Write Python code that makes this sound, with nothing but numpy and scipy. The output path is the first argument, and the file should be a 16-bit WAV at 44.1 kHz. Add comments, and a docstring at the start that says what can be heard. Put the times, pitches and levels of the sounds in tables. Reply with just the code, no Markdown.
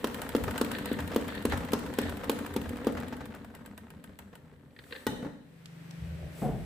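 """Spin mop in a wringer basket

A spin mop is pumped in the wringer basket of a plastic bucket, close to a phone in a hard-walled room.
Each push locks the drive with a thud of damped modes; shaped noise makes the basket rumble and rattle, and
bursts once a turn make it tick, ever more slowly as it coasts. The handle clacks and the mop is knocked free.
Then a far motor hums in beating sines, and filtered noise thumps dully on a wooden floor."""
import sys
import numpy as np
from scipy import signal
from scipy.fft import rfft, irfft
from scipy.io import wavfile
from scipy.ndimage import uniform_filter1d

SR = 44100
rng = np.random.default_rng(int(sys.argv[2]) if len(sys.argv) > 2 else 0)


def persist_wave(psi):
    """Save psi, clipped to +-1, as 16-bit WAV."""
    counts = np.round(np.clip(psi, -1, 1) * 32767).astype(np.int16)
    wavfile.write(sys.argv[1], SR, np.atleast_2d(counts).T)


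N = 293261
T = np.arange(N) / SR

# The drive catching, the last row the mop knocked free. Each row: start in seconds, relative levels of
# thud, crack and snap in dB, pitch ratio of the thud, level of the shudder in dB.
PUSHES = [(0.043, -18.5, -31, -35, 0.96, -83), (0.3497, -11, -32.5, -46, 0.98, -37),
          (0.613, -14.5, -30, -25, .96, -77), (0.915, -17, -64, -43, 0.89, -39.5),
          (1.161, -11.5, -31.5, -25.5, 0.97, -59), (1.4521, -14, -34, -24, 0.92, -36),
          (1.733, -14.5, -28.5, -23, 0.92, -54), (1.986, -16, -32, -24, 0.92, -40.5),
          (2.2955, -15, -29.5, -23, 1, -74), (2.563, -19.5, -35.5, -30.5, 0.83, -42.5),
          (2.869, -11.5, -34, -51, 0.96, -49), (5.067, -19, -32.5, -25.5, 0.95, -73)]
# Modes of the loaded shaft. Each row: frequency in Hz at pitch ratio 1, t60 in seconds, level in dB.
DRIVE_MODES = [(264, 0.035, 1), (329, 0.018, 8), (442.5, 0.026, 1), (855, 0.0013, -50)]
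# Modes of the bucket. Each row: frequency in Hz, t60 in seconds, relative level in dB.
BUCKET_MODES = [(180.3, 0.15, -13.5), (207.5, 0.18, -5.5), (248, 0.31, -7), (268.4, 0.043, 10),
                (289.3, 0.26, -2.5), (397, 0.034, 8), (457, 0.059, 2), (484.5, 0.15, 1)]
# Spectrum of the plastic crack. Each row: frequency in Hz, relative level in dB.
CRACK_TONE = [(400, -9.5), (900, 10.5), (1400, 3), (2200, -9.5), (3100, 1.5), (4500, -5.5), (7000, -13.5),
              (12000, -9)]
# Spectrum of sharp ticks, snaps and spray. Each row: frequency in Hz, relative level in dB.
TICK_TONE = [(1500, 7), (3000, 11), (6000, -3.5), (8000, 5.5), (10800, 4), (11600, 6), (12400, 1),
             (16000, 8.5)]


def pushes(thud_db=9, crack_db=8, snap_db=7, contact_s=0.0032, lag_s=0.00067, boom_db=-21, hardness=0.49):
    """Impact excitation: the drive catches with a crack, a damped thud of the shaft and a ringing bucket."""
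    thud = np.zeros((2, N))
    usual_crack_db = np.mean(PUSHES, axis=0)[2]
    lowest_hz = DRIVE_MODES[0][0]
    for s, db, crack, _, pitch, _ in PUSHES:
        # a softer catch leaves mostly the lowest mode
        tilt_db = hardness * (crack - usual_crack_db)  # per octave
        modes = [(hz, t60, part + tilt_db * np.log2(hz / lowest_hz)) for hz, t60, part in DRIVE_MODES]
        onset = 1 - np.exp(-T[:SR] / contact_s)
        add(thud, s + lag_s, -amp(db + thud_db) * ring(modes, pitch) * onset / 2)
        bucket_pitch = 1 + 0.016 * rng.standard_normal()
        add(thud, s, amp(db + boom_db) * ring(BUCKET_MODES, bucket_pitch))
    s, _, crack, snap, _, _ = np.transpose(PUSHES)
    cracks = bursts(s, crack + crack_db, t60=0.036, width=0.52, rise_s=0.00011)
    snaps = bursts(s + lag_s, snap + snap_db, t60=0.014, width=0.6, rise_s=0.0005)
    return thud + colour(cracks, CRACK_TONE) + colour(snaps, TICK_TONE)


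# Spectrum of the shudder. Each row: frequency in Hz, relative level in dB.
SHUDDER_TONE = [(20, -63), (40, -22), (58, -14.5), (83, -5), (105, -15), (130, -20.5), (190, -19.5),
                (400, -60.5)]


def shudder(delay_s=0.1, length_s=0.05, steady=(-50.5, 5, 0.6)):
    """Forced vibration: the bucket shudders just after each push, and a little all the while it turns."""
    swell = swells([(row[0] + delay_s, length_s, row[-1]) for row in PUSHES])[0]
    return (swell + amp(spin_db(steady))) * colour(noise(width=0.26), SHUDDER_TONE)


# Speed of the basket while the handle is pumped. Each row: time in seconds, speed in turns per second.
SPEED = [(0, 13.72), (.42, 13.59), (.6, 14.8), (1.0, 13.38), (1.17, 15.06), (1.55, 12.91), (1.72, 14.41),
         (2.05, 12.44), (2.2, 13.91), (2.65, 12.94), (2.93, 13.05)]
# coasting: dry friction in turns per second lost each second, time constant of the drag in seconds
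FRICTION, DRAG_S = 1.687, 2.63


def speed():
    """Coulomb friction with viscous drag: turns per second follow the table, then run down to rest."""
    s, rate = np.transpose(SPEED)
    coasted = np.maximum(T - s[-1], 0)
    offset = FRICTION * DRAG_S
    return np.maximum((np.interp(T, s, rate) + offset) * np.exp(-coasted / DRAG_S) - offset, 0)


FIRST_TICK_S, LAST_TICK_S = 0.071, 4.45


def turns():
    """Angle as the integral of speed: turns of the basket since its first tick."""
    count = np.cumsum(speed()) / SR
    return count - np.interp(FIRST_TICK_S, T, count)


def each_turn(angle, until_s):
    """Phase crossing: times at which the basket passes an angle, given as a share of a turn."""
    turn = turns()
    return np.interp(np.arange(angle, np.interp(until_s, T, turn)), turn, T)


# after the last push the mop head settles, and its load comes off the basket
SETTLE_AT_S, SETTLE_S = 2.94, 0.81


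def spin_db(law):
    """Power law of speed: dB of a noise that grows with the speed of the basket and the load on it."""
    db, unloaded_db, power = law
    rate = speed()
    speed_db = 20 * np.log10(np.maximum(rate / rate.max(), 1e-3))
    return db - unloaded_db * ramp(SETTLE_AT_S, SETTLE_S) + power * speed_db


# Laws of the spin noises. Each: relative level in dB at full speed and load, dB lost without load,
# power of the speed.
RUMBLE = (-41.5, 12.4, 0.62)
RATTLE = (-49, 6, 1.8)
SPRAY = (-55.5, 7.9, 0.5)
DRYING_DB_PER_S = 2.5
# Spectrum of the rattle. Each row: frequency in Hz, relative level in dB.
RATTLE_TONE = [(300, -19), (560, 6.5), (900, 5.5), (1300, 4), (1750, 2.5), (2150, -3), (3100, -9),
               (4500, -16), (6000, -18), (9000, -22.5)]


def basket(rattle_db=-4, wobble_db=1.5, surge_db=3, surge_delay_s=0.14, surge_s=0.085):
    """Amplitude modulation: the bearing rumbles through the bucket; rattle and flung water swell twice a
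    turn and surge after each push."""
    surge = swells([(row[0] + surge_delay_s, surge_s, 0) for row in PUSHES[:-1]])[0]
    wobble = amp(wobble_db * np.cos(4 * np.pi * turns()) + surge_db * (surge + 0.5))
    rumble = amp(spin_db(RUMBLE)) * body(grit(width=0.21, spread_db=4), BUCKET_MODES)
    rattle = amp(spin_db(RATTLE) + rattle_db) * colour(grit(width=0.3, spread_db=8.5), RATTLE_TONE)
    spray = amp(spin_db(SPRAY) - DRYING_DB_PER_S * T) * colour(noise(width=1.0), TICK_TONE)
    return rumble + wobble * (rattle + spray)


# How hard the spindle catches. Each row: time in seconds, relative level in dB.
CATCH = [(0, -37.5), (.58, -33), (.9, -40.5), (1.3, -41.5), (2.4, -41.5), (3.35, -52), (3.8, -45.5),
         (4.4, -49)]
# Modes of the hub. Each row: frequency in Hz, t60 in seconds, relative level in dB.
HUB_MODES = [(706, 0.046, -0.5), (964, 0.043, 10), (1290, 0.038, 1), (1510, 0.012, 15.5),
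             (1833, 0.14, -3.5)]


def ticks(tick_db=9, hub_db=4, scatter_db=1.9, tail_db=-17):
    """Periodic impulses: the basket catches on its spindle once a turn, with a tick, a fizz and a hub ring."""
    s = each_turn(0, LAST_TICK_S)
    db = np.interp(s, *np.transpose(CATCH)) + scatter_db * rng.standard_normal(len(s))
    tick = bursts(s, db + tick_db, t60=0.02, width=0.84, rise_s=0.00047)
    fizz = bursts(s, db + tick_db + tail_db, t60=0.13, width=1.0, rise_s=0.0012)
    jolt = bursts(s, db + hub_db, t60=0.037, width=0.62, rise_s=0.0012)
    return colour(tick + fizz, TICK_TONE) + body(jolt, HUB_MODES)


# Hardest bumps of the mop head, the last two on the rim as it leaves. Each row: start in seconds,
# relative level of the clatter in dB, relative level of the bucket in dB.
BUMPS = [(0.478, -32.5, -24.5), (0.556, -35, -29), (0.987, -33, -28), (1.115, -35.5, -46),
         (1.52, -28, -25.5), (1.532, -34, -18.5), (2.054, -49, -25), (2.233, -37, -51), (2.97, -35, -39.5),
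         (3.125, -38, -34.5), (3.205, -41, -35.5), (4.092, -57, -39), (4.328, -51.5, -43),
         (4.524, -64, -48), (4.637, -69, -62), (5.225, -46.5, -32.5), (5.246, -46, -31.5)]


def bumps(clatter_db=3, bucket_db=1, angle=0.53, light_clatter_db=3, light_bucket_db=1, scatter_db=3):
    """Rotating imbalance: the lopsided mop head slaps the basket about half a turn after each tick, now
    and then hard, and shakes the bucket."""
    s = each_turn(angle, PUSHES[-1][0])
    force_db = scatter_db * np.clip(rng.standard_normal(len(s)), -2, 1)
    light_clatter = np.interp(s, T, spin_db(RATTLE)) + light_clatter_db + force_db
    light_bucket = np.interp(s, T, spin_db(RUMBLE)) + light_bucket_db + force_db
    s, clatter_level, bucket_level = np.hstack([np.transpose(BUMPS), [s, light_clatter, light_bucket]])
    slaps = bursts(s, clatter_level + clatter_db, t60=0.084, width=0.56, rise_s=0.0016)
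    shakes = bursts(s, bucket_level + bucket_db, t60=0.052, width=0.1, rise_s=0.00092)
    return colour(slaps, RATTLE_TONE) + body(shakes, BUCKET_MODES)


# bearing growl at full speed, and the power of the speed that its pitch follows
GROWL_HZ, GROWL_POWER = 298.7, 0.62


def growl(growl_db=-53, half_db=-9, power=0.53, swell_db=5, waver=0.0762, rough=0.72):
    """Frequency modulation with a subharmonic: the coasting bearing growls, sinks with the speed, swells
    between ticks and ends as the mop is lifted."""
    pace = speed() / speed().max()
    hz = GROWL_HZ * pace ** GROWL_POWER * (1 + waver * wander(size=1500))
    phase = 2 * np.pi * np.cumsum(hz) / SR
    coasting = ramp(SPEED[-1][0], 0.11) * (1 - ramp(4.78, 0.25))
    level = amp(growl_db - swell_db * np.cos(2 * np.pi * turns())) * pace ** power * coasting
    tone = np.sin(phase) + amp(half_db) * np.sin(phase / 2)
    return level * (1 + rough * wander(size=600)) * tone


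def clatter(law=(-34, 6, 1.3), t60=0.014, spread_db=4.0, low_hz=700, high_hz=2700, count=520):
    """Random contacts: loose plastic parts chatter, a few of them hard, each with its own short ring."""
    out = np.zeros((2, N))
    for when, height, force, side in rng.random((count, 4)):
        hz = low_hz * (high_hz / low_hz) ** height
        db = spread_db * (min(-np.log(1 - force), 3) - 3)
        modes = [(hz, t60, 0), (hz * np.sqrt(2), t60 / 2, 0), (hz * np.sqrt(3), t60 / 2, -5)]
        contact = ring(modes) * amp(db) * 2 ** -height
        pan = np.sqrt([2 * side, 2 - 2 * side])
        add(out, when * T[-1], np.outer(pan, contact))
    return amp(spin_db(law)) * out


# Play in the handle's joint. Each row: start in seconds, relative level in dB.
CLACKS = [(0.75, -35.5), (4.7638, -53.5), (4.7894, -44), (4.8388, -55.5), (4.9083, -48.5), (4.9238, -37),
          (4.9323, -44), (4.9515, -46), (4.9613, -42.5)]
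# Strokes of the handle in its sleeve. Each row: centre in seconds, half length in seconds, level in dB.
RASPS = [(.77, 0.032, -45.5), (.89, 0.036, -44.5), (1.3, 0.017, -48), (1.38, .03, -46.5),
         (1.52, 0.011, -39), (2.03, 0.044, -43), (4.97, 0.048, -58.5)]
# Spectrum of the plastic sleeve. Each row: frequency in Hz, relative level in dB.
SLEEVE_TONE = [(600, -3), (1300, 1.5), (1800, 16), (2250, 3.5), (3000, 3.5), (3350, 4.5), (3900, 4.5),
               (4500, -0.5), (5500, -24.5), (12000, -23)]
# Modes of the handle. Each row: frequency in Hz, t60 in seconds, relative level in dB.
HANDLE_MODES = [(500, 0.051, 25.5), (1550, 0.027, -50), (1870, 0.14, 7), (4440, 0.013, -25)]


def handle(clack_db=5, ring_db=-1, sliding=(-56, 10, 1.0)):
    """Sliding friction and joint impacts: the handle rasps in its sleeve, and its loose joint clacks."""
    s, db = np.transpose(CLACKS)
    clacks = bursts(s, db, t60=0.033, width=0.5, rise_s=0.0001)
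    rasp = (swells(RASPS)[0] + amp(spin_db(sliding))) * grit(width=0.97, spread_db=4.0)
    return colour(amp(clack_db) * clacks + rasp, SLEEVE_TONE) + amp(ring_db) * body(clacks, HANDLE_MODES)


# Wet strands brush the basket as the mop is lifted. Each row: centre in seconds, half length in seconds,
# levels of bucket, rattle and hiss in dB.
BRUSHES = [(4.97, 0.11, -57, -63, -57.5), (5.26, 0.024, -45.5, -57, -75)]
# Spectrum of water and cloth hiss. Each row: frequency in Hz, relative level in dB.
HISS_TONE = [(2000, 2), (5000, -3), (7000, -4.5), (8000, 3.5), (11000, 1), (16000, 0)]


def lift(bucket_db=-36, bucket_t60=0.86, sleeve_db=-51, sleeve_t60=0.94, spray_db=-50, spray_t60=0.37):
    """Exponential decay of shaken bodies: knocked free, the mop leaves bucket and sleeve shaking and sheds
    water; its strands brush the basket."""
    bucket, rattle, hiss = swells(BRUSHES)
    sleeve = np.zeros(N)
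    free_s = PUSHES[-1][0]
    add(bucket, free_s, amp(bucket_db) * fade(bucket_t60))
    add(sleeve, free_s, amp(sleeve_db) * fade(sleeve_t60))
    add(hiss, free_s, amp(spray_db) * fade(spray_t60))
    out = bucket * body(grit(width=0.31, spread_db=4.5), BUCKET_MODES)
    out += rattle * colour(grit(width=0.49, spread_db=8), RATTLE_TONE)
    out += sleeve * colour(noise(width=0.72), SLEEVE_TONE)
    return out + hiss * colour(noise(width=0.59), HISS_TONE)


# Steel disc of the mop head. Each row: central frequency in Hz, t60 in seconds, relative level in dB.
DISC_MODES = [(860, 0.15, 10), (1470, 0.073, 10), (1890, 0.086, 10.5), (2990, 0.61, -2), (3700, 0.65, -2),
              (4030, 0.75, -7), (6000, 0.28, -5)]


def disc(ring_db=-55, spread=0.012, count=9):
    """Near-degenerate modes: the steel disc of the mop head rings in close clusters when knocked free."""
    out = np.zeros((2, N))
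    for channel in out:
        for pitch, polarity in rng.standard_normal((count, 2)):
            tone = ring(DISC_MODES, 1 + spread * pitch)
            add(channel, PUSHES[-1][0], amp(ring_db) * np.sign(polarity) * tone)
    return out


# Water drops. Each row: start in seconds, relative level in dB.
DRIPS = [(5.6569, -42), (5.909, -44.5)]


def drips(drip_db=3):
    """Short broadband impacts: drops tick on the plastic."""
    s, db = np.transpose(DRIPS)
    drops = bursts(s, db + drip_db, t60=0.02, width=0.94, rise_s=0.00035)
    return colour(drops, [(1200, 1), (2800, 5.5), (5500, 5), (9000, -3), (16000, -13)])


# Spectrum of the reverberation. Each row: frequency in Hz, relative level in dB.
ROOM_TONE = [(50, -29.5), (150, 8), (270, 2.5), (380, -6.5), (490, -1.5), (650, 1.5), (1500, 0),
             (3500, -4.5), (6000, -0.5), (9000, -4.5), (16000, -13.5)]


def room(x, wet_db=-9, t60=0.76, gap_s=0.0012):
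    """Diffuse reverberation of hard walls: alike on both sides in the bass, unrelated above."""
    mid, side = rng.standard_normal((2, SR)) * fade(t60) * np.clip(T[:SR] / gap_s - 1, 0, 1)
    side = signal.sosfilt(signal.butter(1, 700, "high", fs=SR, output="sos"), side)
    tail = colour(np.array([mid + side, mid - side]), ROOM_TONE)
    return x + amp(wet_db) * through(x, tail / np.linalg.norm(tail[0]))


# Weight shifts on the floor. Each row: centre in seconds, half length in seconds, levels of boom, rustle
# and hiss of cloth in dB.
SHIFTS = [(6.04, 0.027, -38.5, -59, -78), (6.13, 0.042, -38.5, -56, -84), (6.245, 0.044, -41.5, -47, -84),
          (6.42, 0.057, -56, -49.5, -51), (6.63, 0.084, -42, -62, -62.5)]
# Dull blows on the floor. Each row: start in seconds, relative level in dB, low-pass corner in Hz.
THUMPS = [(6.416, -26.5, 900), (6.445, -25.5, 600), (6.481, -27.5, 219), (6.529, -38.5, 700),
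          (6.598, -37, 250)]
# Spectra of boom, rustle and blows. Each row: frequency in Hz, relative level in dB.
BOOM_TONE = [(30, -63), (62, -8.5), (83, 3), (100, -12), (150, -11), (300, -69)]
RUSTLE_TONE = [(150, 6), (300, 0.5), (460, 3), (620, 4.5), (780, -4.5), (1000, -31), (2200, -23),
               (6000, -43)]
THUMP_TONE = [(25, -49), (58, 9), (85, -34), (120, -2.5), (190, -3), (310, -13), (440, -11), (580, -15),
              (750, -8.5), (1000, -24), (1600, -22), (5000, -32)]


def floorboards(t60=0.57, rise_s=0.0017):
    """Low-passed impacts: weight shifts on the floor with a rustle, and dull blows boom."""
    boom, rustle, cloth = swells(SHIFTS)
    blows = np.zeros((2, N))
    for s, db, hz in THUMPS:
        blow = noise(width=0.3, size=SR) * fade(t60) * (1 - np.exp(-T[:SR] / rise_s))
        dull = signal.sosfilt(signal.butter(2, hz, fs=SR, output="sos"), blow)
        add(blows, s, amp(db) * dull)
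    shifting = boom * colour(noise(width=0.1), BOOM_TONE) + rustle * colour(noise(width=0.38), RUSTLE_TONE)
    return colour(blows, THUMP_TONE) + shifting + cloth * colour(noise(width=0.53), HISS_TONE)


# Lines of the motor. Each row: mean frequency in Hz, relative level in dB.
MOTOR_LINES = [(117.5, -13), (141, -7.5), (165.5, -2), (188.5, -17), (282, -24)]
# the quiet room with the motor fades in
ROOM_AT_S, ROOM_FADE_S = 5.4, 0.61


def motor(hum_db=-48, swell=(6.1, 0.12, -47)):
    """Beating: neighbouring orders of a far motor throb, and swell once (s, half length s, dB)."""
    drift = np.cumsum(1 + 0.00368 * wander(size=12000)) / SR
    hum = sum(amp(db) * np.sin(2 * np.pi * (hz * drift + rng.random())) for hz, db in MOTOR_LINES)
    return unit(hum) * (amp(hum_db) + swells([swell])[0]) * ramp(ROOM_AT_S, 0.38)


# Spectrum of the room rumble. Each row: frequency in Hz, relative level in dB.
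AIR_TONE = [(25, -5), (70, 4.5), (200, 11.5), (500, 6), (1100, -1), (1900, 3), (3000, -3), (5000, -11),
            (8000, -18), (16000, -31)]


def air(early_db=-74, late_db=-54, early_hiss_db=-77, late_hiss_db=-66):
    """Stationary noise floor: room rumble and a thin hiss, both louder once the motor is heard."""
    late = ramp(ROOM_AT_S, ROOM_FADE_S)
    low = amp(early_db) + amp(late_db) * late
    hiss = amp(early_hiss_db) + amp(late_hiss_db) * late
    return low * colour(noise(width=0.92), AIR_TONE) + hiss * colour(noise(width=1.0), HISS_TONE)


def amp(db):
    """Logarithmic level: decibels to gain."""
    return 10 ** (np.asarray(db) / 20)


def unit(x):
    """Normalisation: scale to rms 1."""
    return x / np.sqrt(np.mean(x ** 2))


def add(track, s, x):
    """Superposition: mix a short sound in at time s."""
    i = max(int(s * SR), 0)
    track[..., i:i + x.shape[-1]] += x[..., :N - i]


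def fade(t60):
    """Exponential decay, down 60 dB after t60."""
    return np.exp(-np.log(1000) * T[:SR] / t60)


def ramp(s, length_s):
    """Linear fade: rise from 0 at time s to 1 after length_s."""
    return np.clip((T - s) / length_s, 0, 1)


def swells(table):
    """Gaussian envelopes from rows (s, half length s, dB, ..): one gain curve for each dB column."""
    s, half, *columns = np.transpose(table)
    bells = np.exp(-((T - s[:, None]) / half[:, None]) ** 2 / 2)
    return [amp(db) @ bells for db in columns]


def through(x, response):
    """Linear convolution of one or two channels with an impulse response."""
    return signal.oaconvolve(np.atleast_2d(x), np.atleast_2d(response), axes=1)[:, :N]


def colour(x, tone):
    """Minimum-phase filter of unit energy through (Hz, dB) points, by folding the cepstrum."""
    size = 8192
    hz, db = np.transpose(tone)
    bins_hz = np.arange(size // 2 + 1) * SR / size
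    gain = amp(np.interp(np.log(bins_hz + 1), np.log(hz), db))
    cepstrum = irfft(np.log(gain))
    cepstrum[1:size // 2] *= 2
    cepstrum[size // 2 + 1:] = 0
    response = irfft(np.exp(rfft(cepstrum)))
    return through(x, response / np.linalg.norm(response))


def ring(modes, pitch=1):
    """Modal synthesis: impulse response of decaying modes."""
    return sum(amp(db) * fade(t60) * np.sin(2 * np.pi * hz * pitch * T[:SR]) for hz, t60, db in modes)


def body(x, modes):
    """Resonance: drive a set of modes, at unit energy."""
    response = ring(modes)
    return through(x, response / np.linalg.norm(response))


def noise(width, size=N):
    """Partly correlated stereo noise; width is side over mid."""
    mid, side = rng.standard_normal((2, size))
    return np.array([mid + width * side, mid - width * side]) / np.sqrt(1 + width ** 2)


def wander(size):
    """Smoothed random process of rms 1 that changes over size samples."""
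    return unit(uniform_filter1d(uniform_filter1d(rng.standard_normal(N), size), size))


def grit(width, spread_db):
    """Intermittent contact: noise in clusters a few milliseconds long."""
    return unit(noise(width) * amp(spread_db * np.minimum(wander(size=200), 2)))


def bursts(times, levels, t60, width, rise_s):
    """Impulsive noise: a short decaying crunch of contact at each time."""
    out = np.zeros((2, N))
    shape = fade(t60) * (1 - np.exp(-T[:SR] / rise_s))
    for s, db in zip(times, levels):
        add(out, s, amp(db) * noise(width, size=SR // 5) * shape[:SR // 5])
    return out


def scene(left_db=0.66):
    """Superposition of sources: mop and bucket in the room, then the background, all slightly to the left."""
    spin = pushes() + shudder() + ticks() + bumps() + basket() + growl() + clatter()
    mop = room(spin + handle() + lift() + disc() + drips(), wet_db=-11)
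    return (mop + motor() + floorboards() + air()) * amp([[left_db], [-left_db]])


TOP_HZ, SPLIT_HZ = 15400, 7500
PORT_LAG = 14  # samples


def record(dry, ceiling=0.2, low_hz=36):
    """Band limiting and soft saturation: the phone thins the deep bass and rounds the peaks; its treble is
    one signal, late and inverted on the left."""
    hz = np.arange(N // 2 + 1) * SR / N
    treble = irfft(rfft(dry) * np.clip((hz - SPLIT_HZ) / 200, 0, 1), N)
    out = dry - treble + np.array([-np.roll(treble[1], PORT_LAG), treble[1]])
    out = signal.sosfilt(signal.butter(2, low_hz, "high", fs=SR, output="sos"), out)
    out = ceiling * np.tanh(out / ceiling)
    return signal.sosfilt(signal.ellip(8, 0.2, 80, TOP_HZ, fs=SR, output="sos"), out)


dry = scene()
out = record(dry)
persist_wave(out)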